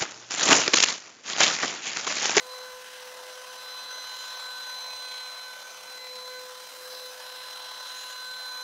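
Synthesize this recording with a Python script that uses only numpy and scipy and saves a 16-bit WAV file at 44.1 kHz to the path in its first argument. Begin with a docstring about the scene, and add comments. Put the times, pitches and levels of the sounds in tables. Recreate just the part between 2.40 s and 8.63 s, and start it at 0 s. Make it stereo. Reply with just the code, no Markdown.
"""Carving machine lapping a board

A spindle at about 30000 rpm skims its bit nearly twice round a wooden board. Shaft orders (harmonics
of the rotation) whine over a fluttering rush of cooling air and rasping chips; the gantry rumbles
faintly. As the head travels, the sound shifts between two close microphones and tones swell and ease."""
import sys
import numpy as np
from scipy import signal
from scipy.io import wavfile
from scipy.ndimage import uniform_filter1d

SR = 44100
rng = np.random.default_rng(int(sys.argv[2]) if len(sys.argv) > 2 else 0)


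def master(y):
    """Save y as 16-bit WAV."""
    cut = np.clip(np.atleast_2d(y).T, -1, 1)
    pcm = np.round(cut * 32767)  # scale
    wavfile.write(sys.argv[1], SR, pcm.astype(np.int16))


N = 274743
TIME = np.arange(N) / SR
SHAFT_HZ, TOP_HZ = 506.25, 15750

# The board's corners: near left, far left, far right, near right.
# Each row: steps right of the middle, steps nearer than the middle.
CORNERS = [(-1, 1), (-1, -1), (1, -1), (1, 1)]
# When the head turns each corner, in seconds, clockwise from near left.
CORNER_TIMES = [.04, .62, 1.85, 2.35, 3.72, 4.42, 5.7, 6.25]
# Stereo delay of the moving head. Each row: time in seconds, lag of the left microphone in ms.
LEFT_LAG = [(0.0, 0.12), (0.16, 0.17), (0.4, 0.13), (1.02, 0.13), (1.27, 0.082), (1.85, -0.01),
            (2.25, -0.015), (2.79, 0.04), (3.5, 0.16), (3.85, 0.189), (4.1, 0.14), (4.45, 0.15),
            (4.66, 0.18), (4.88, 0.08), (5.54, 0.023), (6.22, -0.017)]
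# The core of the whine; pan is always left minus right. Each row: order, base level in dB, its change
# per step right and per step nearer, pan in dB, its change per step right and per step nearer,
# left phase lead in radians, reflected share from 0 to 1.
STRONG_TONES = [(1, -51, -5.5, -0.86, 4, 4, 1, 1, 0.06), (2, -51.5, 1.5, -0.5, 1, 0.5, 0.41, 0.38, 0.12),
                (3, -47.5, 1.36, 2.4, -0.5, 0, 1, -1.03, 0.08),
                (8, -40.5, -0.54, 0.94, 1.9, 2.5, -2.9, 0.11, 0.02),
                (12, -58.5, .9, -0.8, -9.5, 3.5, -2.8, 0.85, 0.27),
                (24, -65.5, 0, 0, 0, 2, -.4, 0.14, 0.24)]
# The sheen on the whine. Each row: order, relative level in dB, pan in dB.
WEAK_TONES = [(4, -56, -4.5), (5, -60.5, 0), (6, -54, 8), (7, -57.5, 0), (9, -57.5, 12), (10, -61.5, 5),
              (11, -69, -3), (13, -59.5, 1), (14, -62.5, -45), (15, -64.5, -7), (16, -59.5, -26),
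              (17, -62, 25), (18, -66, -0.8), (19, -66, -4), (20, -64.5, -2), (21, -63.5, -5.5),
              (22, -68, -5), (23, -63.5, 1), (25, -64, 1), (26, -79, -2), (27, -76, -4), (28, -76.6, -7),
              (29, -67, -2), (30, -86, 5), (31, -73, -1)]
# Places on each lap where a tone dips, swells or squeals at a corner. Each row: order, place in sides
# from the near left corner, half width in sides, left gain in dB, right gain in dB.
LAP_SPOTS = [(1, .82, 0.21, -13, -6), (1, 1.65, 0.29, -17, 2.5), (1, 3.67, 0.25, -25, -2),
             (2, 0.15, 0.17, 2.5, 8), (2, 1, 0.22, -7, -3), (2, 2.95, 0.11, 4.5, 4),
             (2, 3.78, .15, -14, -0.5), (3, 0.029, 0.088, -7, -10), (3, 0.34, .12, 5.5, 8.5),
             (3, 0.91, 0.097, -8, -3.5), (3, 1.24, 0.43, 4, -3.5), (3, 2.4, 0.28, 3, 2.5),
             (3, 3.07, 0.11, -10, -4), (3, 3.83, 0.23, 3, -0.5), (4, 3.93, 0.057, 3, 14.5),
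             (4, 0.32, 0.16, 12, 5.5), (8, 1.67, 0.6, -1.5, 0), (8, 1.78, 0.15, -1.5, 0),
             (8, 2.57, 0.5, 1.5, 0), (12, 3.03, 0.27, 10, 8.5), (13, 1.98, 0.18, 5, 15),
             (14, 2.03, 0.16, 25, 17.5), (15, 2.37, 0.16, 4, 15), (24, 2.75, 0.28, -9, 10)]
# The bit sings where it bites. Each row: middle and half length in seconds, pitch and half width in Hz,
# lift in dB.
BIT_SQUEALS = [(1.41, 0.29, 4050, 250, 3.5), (1.5, 0.65, 2340, 900, 3.5), (1.5, 0.45, 6075, 250, 7.5),
               (2.66, .22, 8550, 314, 8), (2.683, 0.24, 2480, 250, 11), (3.2, 0.19, 3370, 250, 11.5),
               (3.3, 0.062, 6075, 250, 10), (4.332, .075, 7090, 300, 7), (4.623, 0.22, 4050, 250, 1.5),
               (4.53, 0.023, 4970, 250, 23), (4.52, 0.19, 14700, 1680, 13.5), (4.55, 0.2, 10000, 1500, 7),
               (4.72, 0.074, 6075, 250, 5), (4.8, .2, 5100, 250, 14), (5.52, 0.1, 5440, 990, 4.5),
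               (5.6, 0.1, 10500, 400, 13)]
# Tone colour of the rush. Each row: frequency in Hz, relative spectral level in dB, pan in dB,
# left-right likeness from 0 to 1.
RUSH_SPECTRUM = [(30, -27.5, 0, .98), (150, -16.5, -1, 0.97), (387, -9, .5, 0.6), (540, 1.2, -1, 0.93),
                 (760, 2, 2.5, 0.66), (1100, 6, 1.5, 0.54), (1520, 3, 1, 0.22), (2360, -1, -1.5, 0.05),
                 (3930, 7.5, -2.5, 0.66), (4600, -0.6, 0, 0.44), (5300, 1.5, -3.5, 0),
                 (6230, -0.6, -1, 0.1), (7200, -5.5, -3, 0), (11000, -9.5, -2.5, 0), (15300, -13.5, 3, .02)]
# The table top turns the stereo phase. Each row: frequency in Hz, left lead in radians.
TABLE_TOP_PHASE = [(100, -0.099), (700, 0.72), (950, -0.52), (1600, -1.57), (2300, 0.81), (4000, -0.42),
                   (6500, 0.95)]
# Board, housing and the gap between them ring in the rush. Each row: centre and half width in Hz,
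# lift in dB, extra dB per step nearer.
RESONANCES = [(194, 36, 4.5, 3.5), (650, 80, 0.8, 0), (925, 22, 7.5, 0), (1392, 25, 5, 1),
              (1617, 86, 2.5, -2.2), (2340, 210, 1.5, 3), (3020, 250, 0, -1.5), (3780, 230, -2, -1.5),
              (5050, 410, 1, -0.9), (6430, 520, 1, 2.5), (11400, 640, 1.5, 0)]
# How the rush swells, from gantry rumble to dust hiss. Each row: centre in Hz, trim in dB, then
# dB added per step right, per step nearer, per dB of cut and per dB of dust.
RUSH_BANDS = [(250, -1, -.9, -0.8, -0.5, 0), (900, .5, 0.9, 0.5, 0.37, -0.6),
              (1580, 1.6, -0.3, -0.7, 0.5, 0), (3900, -0.17, 0.06, -0.05, 1.2, 0),
              (10000, 0, 0, -0.5, 0.5, 1)]
# How hard the bit cuts. Each row: time in seconds, relative level in dB.
CUT_EFFORT = [(0, 0.5), (.3, -1.2), (.5, 1), (2, 0.54), (2.75, 1.5), (3.15, 0.2), (3.95, -0.3), (4.35, 0.5),
              (5.05, .6), (5.3, 3), (5.9, -0.9), (6.23, -.2)]
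# The ride on the dust hiss. Each row: time in seconds, relative level in dB.
DUST_HISS = [(0, -0.5), (.3, -0.5), (.5, -.5), (2.3, 0.2), (2.8, 0.7), (3.2, 0), (4, 1.1), (4.35, 2.5),
             (5.3, 0.8), (6.23, 2.3)]
# The head shudders and chops the rush. Each row: rate in Hz, depth from 0 to 1.
HEAD_SHUDDER = [(16.5, 0.04), (33.5, 0.12), (43.1, 0.14)]
# Dull gantry bumps. Each row: start in seconds, level in dB, pitch in Hz, decay in seconds.
GANTRY_BUMPS = [(.32, -69, 37.8, .018), (2.53, -66, 66, 0.019), (3.739, -65.5, 221, 0.023)]


def whine(angle):
    """The lead tones: unbalance, two flutes and the fan's shrill eighth order follow the head's place."""
    _, across, nearness = head_route()
    out = np.zeros((2, N))
    for order, db, across_db, near_db, pan_db, pan_across, pan_near, lead, reflected in STRONG_TONES:
        gain = amp(db + across_db * across + near_db * nearness)
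        pan = pan_gains(pan_db + pan_across * across + pan_near * nearness)
        out += gain * pan * shaft_tone(angle, order, lead, reflected)
    return out


def overtones(angle, trim_db=-5.0, treble_db=-1.0):
    """The weaker orders: a diffuse sheen, about half of it reflections."""
    out = np.zeros((2, N))
    for order, db, pan_db in WEAK_TONES:
        gain = amp(db + trim_db + treble_db * order * SHAFT_HZ / TOP_HZ)
        out += gain * pan_gains(pan_db) * shaft_tone(angle, order, lead=0, reflected=0.51)
    return out


def shaft_angle(drift_hz=0.27, drift_rate_hz=3):
    """The shaft's turn in radians; its speed hunts very slightly."""
    speed_hz = SHAFT_HZ + drift_hz * unit_rms(wander(drift_rate_hz).real)
    return 2 * np.pi * np.cumsum(speed_hz) / SR


def shaft_tone(angle, order, lead, reflected, sway_rad=0.99, sway_hz=0.72):
    """One order in stereo: a direct tone plus reflections that shift as the head moves."""
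    lag_s = envelope(LEFT_LAG) / 1000
    left = np.exp(0.5j * (lead - 2 * np.pi * order * SHAFT_HZ * lag_s))
    direct = np.array([left, left.conj()])
    smear_hz = 7 + 0.9 * order  # moving reflections smear high orders more
    echoes = np.array([wander(smear_hz), wander(smear_hz)])
    arrival = np.sqrt(1 - reflected) * direct + np.sqrt(reflected) * echoes
    path_phase = 2 * np.pi * rng.random() + sway_rad * unit_rms(wander(sway_hz).real)
    tone = np.sqrt(2) * (arrival * np.exp(1j * (order * angle + path_phase))).real
    return tone * squeal_gain(order) * lap_spot_gain(order)


def squeal_gain(order):
    """An order flares when the flutes bite and the bit sings near its pitch."""
    middle_s, half_s, pitch_hz, half_hz, lift_db = np.transpose(BIT_SQUEALS)
    t = np.linspace(0, TIME[-1], num=2048)
    bites = np.exp(-((t - middle_s[:, None]) / half_s[:, None]) ** 2)
    in_tune = np.exp(-((order * SHAFT_HZ - pitch_hz) / half_hz) ** 2)
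    extra_power = (in_tune * (amp(lift_db) ** 2 - 1)) @ bites
    return np.interp(TIME, t, np.sqrt(1 + extra_power))


def lap_spot_gain(order):
    """An order dips, swells or squeals at the same places on every lap, by its own amount on each side."""
    place = head_route()[0]
    sides, db = len(CORNERS), np.zeros((2, 1))
    for spot_order, centre, width, left_db, right_db in LAP_SPOTS:
        if spot_order == order:
            away = (place - centre + sides / 2) % sides - sides / 2
            db = db + np.array([[left_db], [right_db]]) * np.exp(-(away / width) ** 2)
    return amp(db)


def rush(level_db=-41.5, patchy_db=1.5, rumble_db_per_ms=50):
    """Air and chips: a bed of broad noise that swells with the cut and drifts in the stereo image."""
    frame, hop = 1024, 256
    hz = np.fft.rfftfreq(frame, 1 / SR)
    t = np.arange(N // hop + 5)[:, None] * hop / SR
    lag_ms, cut_db, dust_db = [envelope(table, t) for table in (LEFT_LAG, CUT_EFFORT, DUST_HISS)]
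    _, across, nearness = head_route(t)
    colour_db, pan_db, likeness = spectra(RUSH_SPECTRUM, hz)

    noise = rng.standard_normal((5, len(t), len(hz)))
    left, unrelated = noise[0] + 1j * noise[1], noise[2] + 1j * noise[3]
    lead = spectra(TABLE_TOP_PHASE, hz)[0] - 2 * np.pi * hz * lag_ms / 1000
    right = (likeness * left + np.sqrt(1 - likeness ** 2) * unrelated) * np.exp(-1j * lead)

    ring_db = sum((db + near_db * nearness) * np.exp(-((hz - centre) / width) ** 2)
                  for centre, width, db, near_db in RESONANCES)
    trim_db, across_db, nearer_db, per_cut, per_dust = spectra(RUSH_BANDS, hz)
    swell_db = trim_db + across_db * across + nearer_db * nearness + per_cut * cut_db + per_dust * dust_db
    # the gantry rumbles more at the right end of the board, where the lag is smallest
    rumble_db = rumble_db_per_ms * (lag_ms.mean() - lag_ms) / (1 + (hz / 130) ** 4)
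    # soft random patches in time and pitch keep the bed alive
    patches = uniform_filter1d(noise[4], size=30, axis=0)
    patches = unit_rms(uniform_filter1d(patches, size=8, axis=1))
    shape_db = colour_db + ring_db + swell_db + rumble_db + patchy_db * patches

    frames = np.array([left, right]) * pan_gains(pan_db)[:, None] * amp(shape_db)
    _, air = signal.istft(frames.transpose(0, 2, 1), nperseg=frame, noverlap=frame - hop)
    return amp(level_db) * unit_rms(air[:, :N])


def flutter(air, angle, turn_depth=0.055, flute_depth=0.021, grain_db=1.22, grain_hz=80):
    """Chop to add to the rush: puffs from each turn and flute, head shudder and uneven wood grain."""
    puffs = 1 + turn_depth * np.cos(angle) + flute_depth * np.cos(2 * angle)
    shudder = 1 + sum(depth * np.cos(2 * np.pi * (hz * TIME + rng.random())) for hz, depth in HEAD_SHUDDER)
    grain = amp(grain_db * unit_rms(wander(grain_hz).real))
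    chop = unit_rms(puffs * shudder * grain) - 1
    low_cut = signal.butter(4, 400, "high", fs=SR, output="sos")  # the deep rumble stays smooth
    return signal.sosfiltfilt(low_cut, air * chop)


def gantry_knocks():
    """Far back in the mix, the gantry gives a soft low bump now and then."""
    out = np.zeros(N)
    for start_s, db, hz, decay_s in GANTRY_BUMPS:
        age = np.maximum(TIME - start_s, 0)
        bump = age / decay_s * np.exp(1 - age / decay_s)
        out += amp(db) * bump * np.sin(2 * np.pi * hz * age)
    return out


def head_route(t=TIME):
    """The head glides from corner to corner: its place in sides, its steps right and its steps nearer."""
    place = np.interp(t, CORNER_TIMES, np.arange(len(CORNER_TIMES)))
    sides = len(CORNERS)
    across, nearness = [np.interp(place, np.arange(sides), c, period=sides) for c in np.transpose(CORNERS)]
    return place, across, nearness


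def wander(rate_hz, size=4096):
    """A smooth, complex random modulator of rms one, moving at up to about the given rate."""
    hz = np.fft.fftfreq(size, TIME[-1] / size)
    noise = rng.standard_normal(size) + 1j * rng.standard_normal(size)
    smooth = np.fft.ifft(noise / np.sqrt(1 + (hz / rate_hz) ** 4))
    return np.interp(TIME, np.linspace(0, TIME[-1], size), unit_rms(smooth))


def envelope(table, t=TIME):
    """Straight ramps between timed breakpoints."""
    return np.interp(t, *np.transpose(table))


def spectra(table, hz):
    """One curve per value column, joined on a log frequency axis."""
    points_hz, *columns = np.transpose(table)
    return [np.interp(np.log(hz + 1), np.log(points_hz), c) for c in columns]


def pan_gains(pan_db):
    """Equal-power left and right gains."""
    ratio = amp(np.atleast_1d(pan_db))
    return np.array([ratio, np.ones_like(ratio)]) * np.sqrt(2 / (1 + ratio ** 2))


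def amp(db):
    """Decibels to gain."""
    return 10 ** (np.asarray(db) / 20)


def unit_rms(x):
    """Scales to an rms of one."""
    return x / np.sqrt(np.mean(abs(x) ** 2) + 1e-20)


def scene():
    """The mix: one shaft drives the tones and chops the rush, with the gantry underneath."""
    angle, air = shaft_angle(), rush()
    fluttering_air = air + flutter(air, angle)
    return whine(angle) + overtones(angle) + fluttering_air + gantry_knocks()


def record(dry):
    """A steep high cut takes off the very top."""
    high_cut = signal.firwin(511, TOP_HZ, window=("kaiser", 9), fs=SR)
    return signal.oaconvolve(dry, high_cut[None], "same")


dry = scene()
out = record(dry)
master(out)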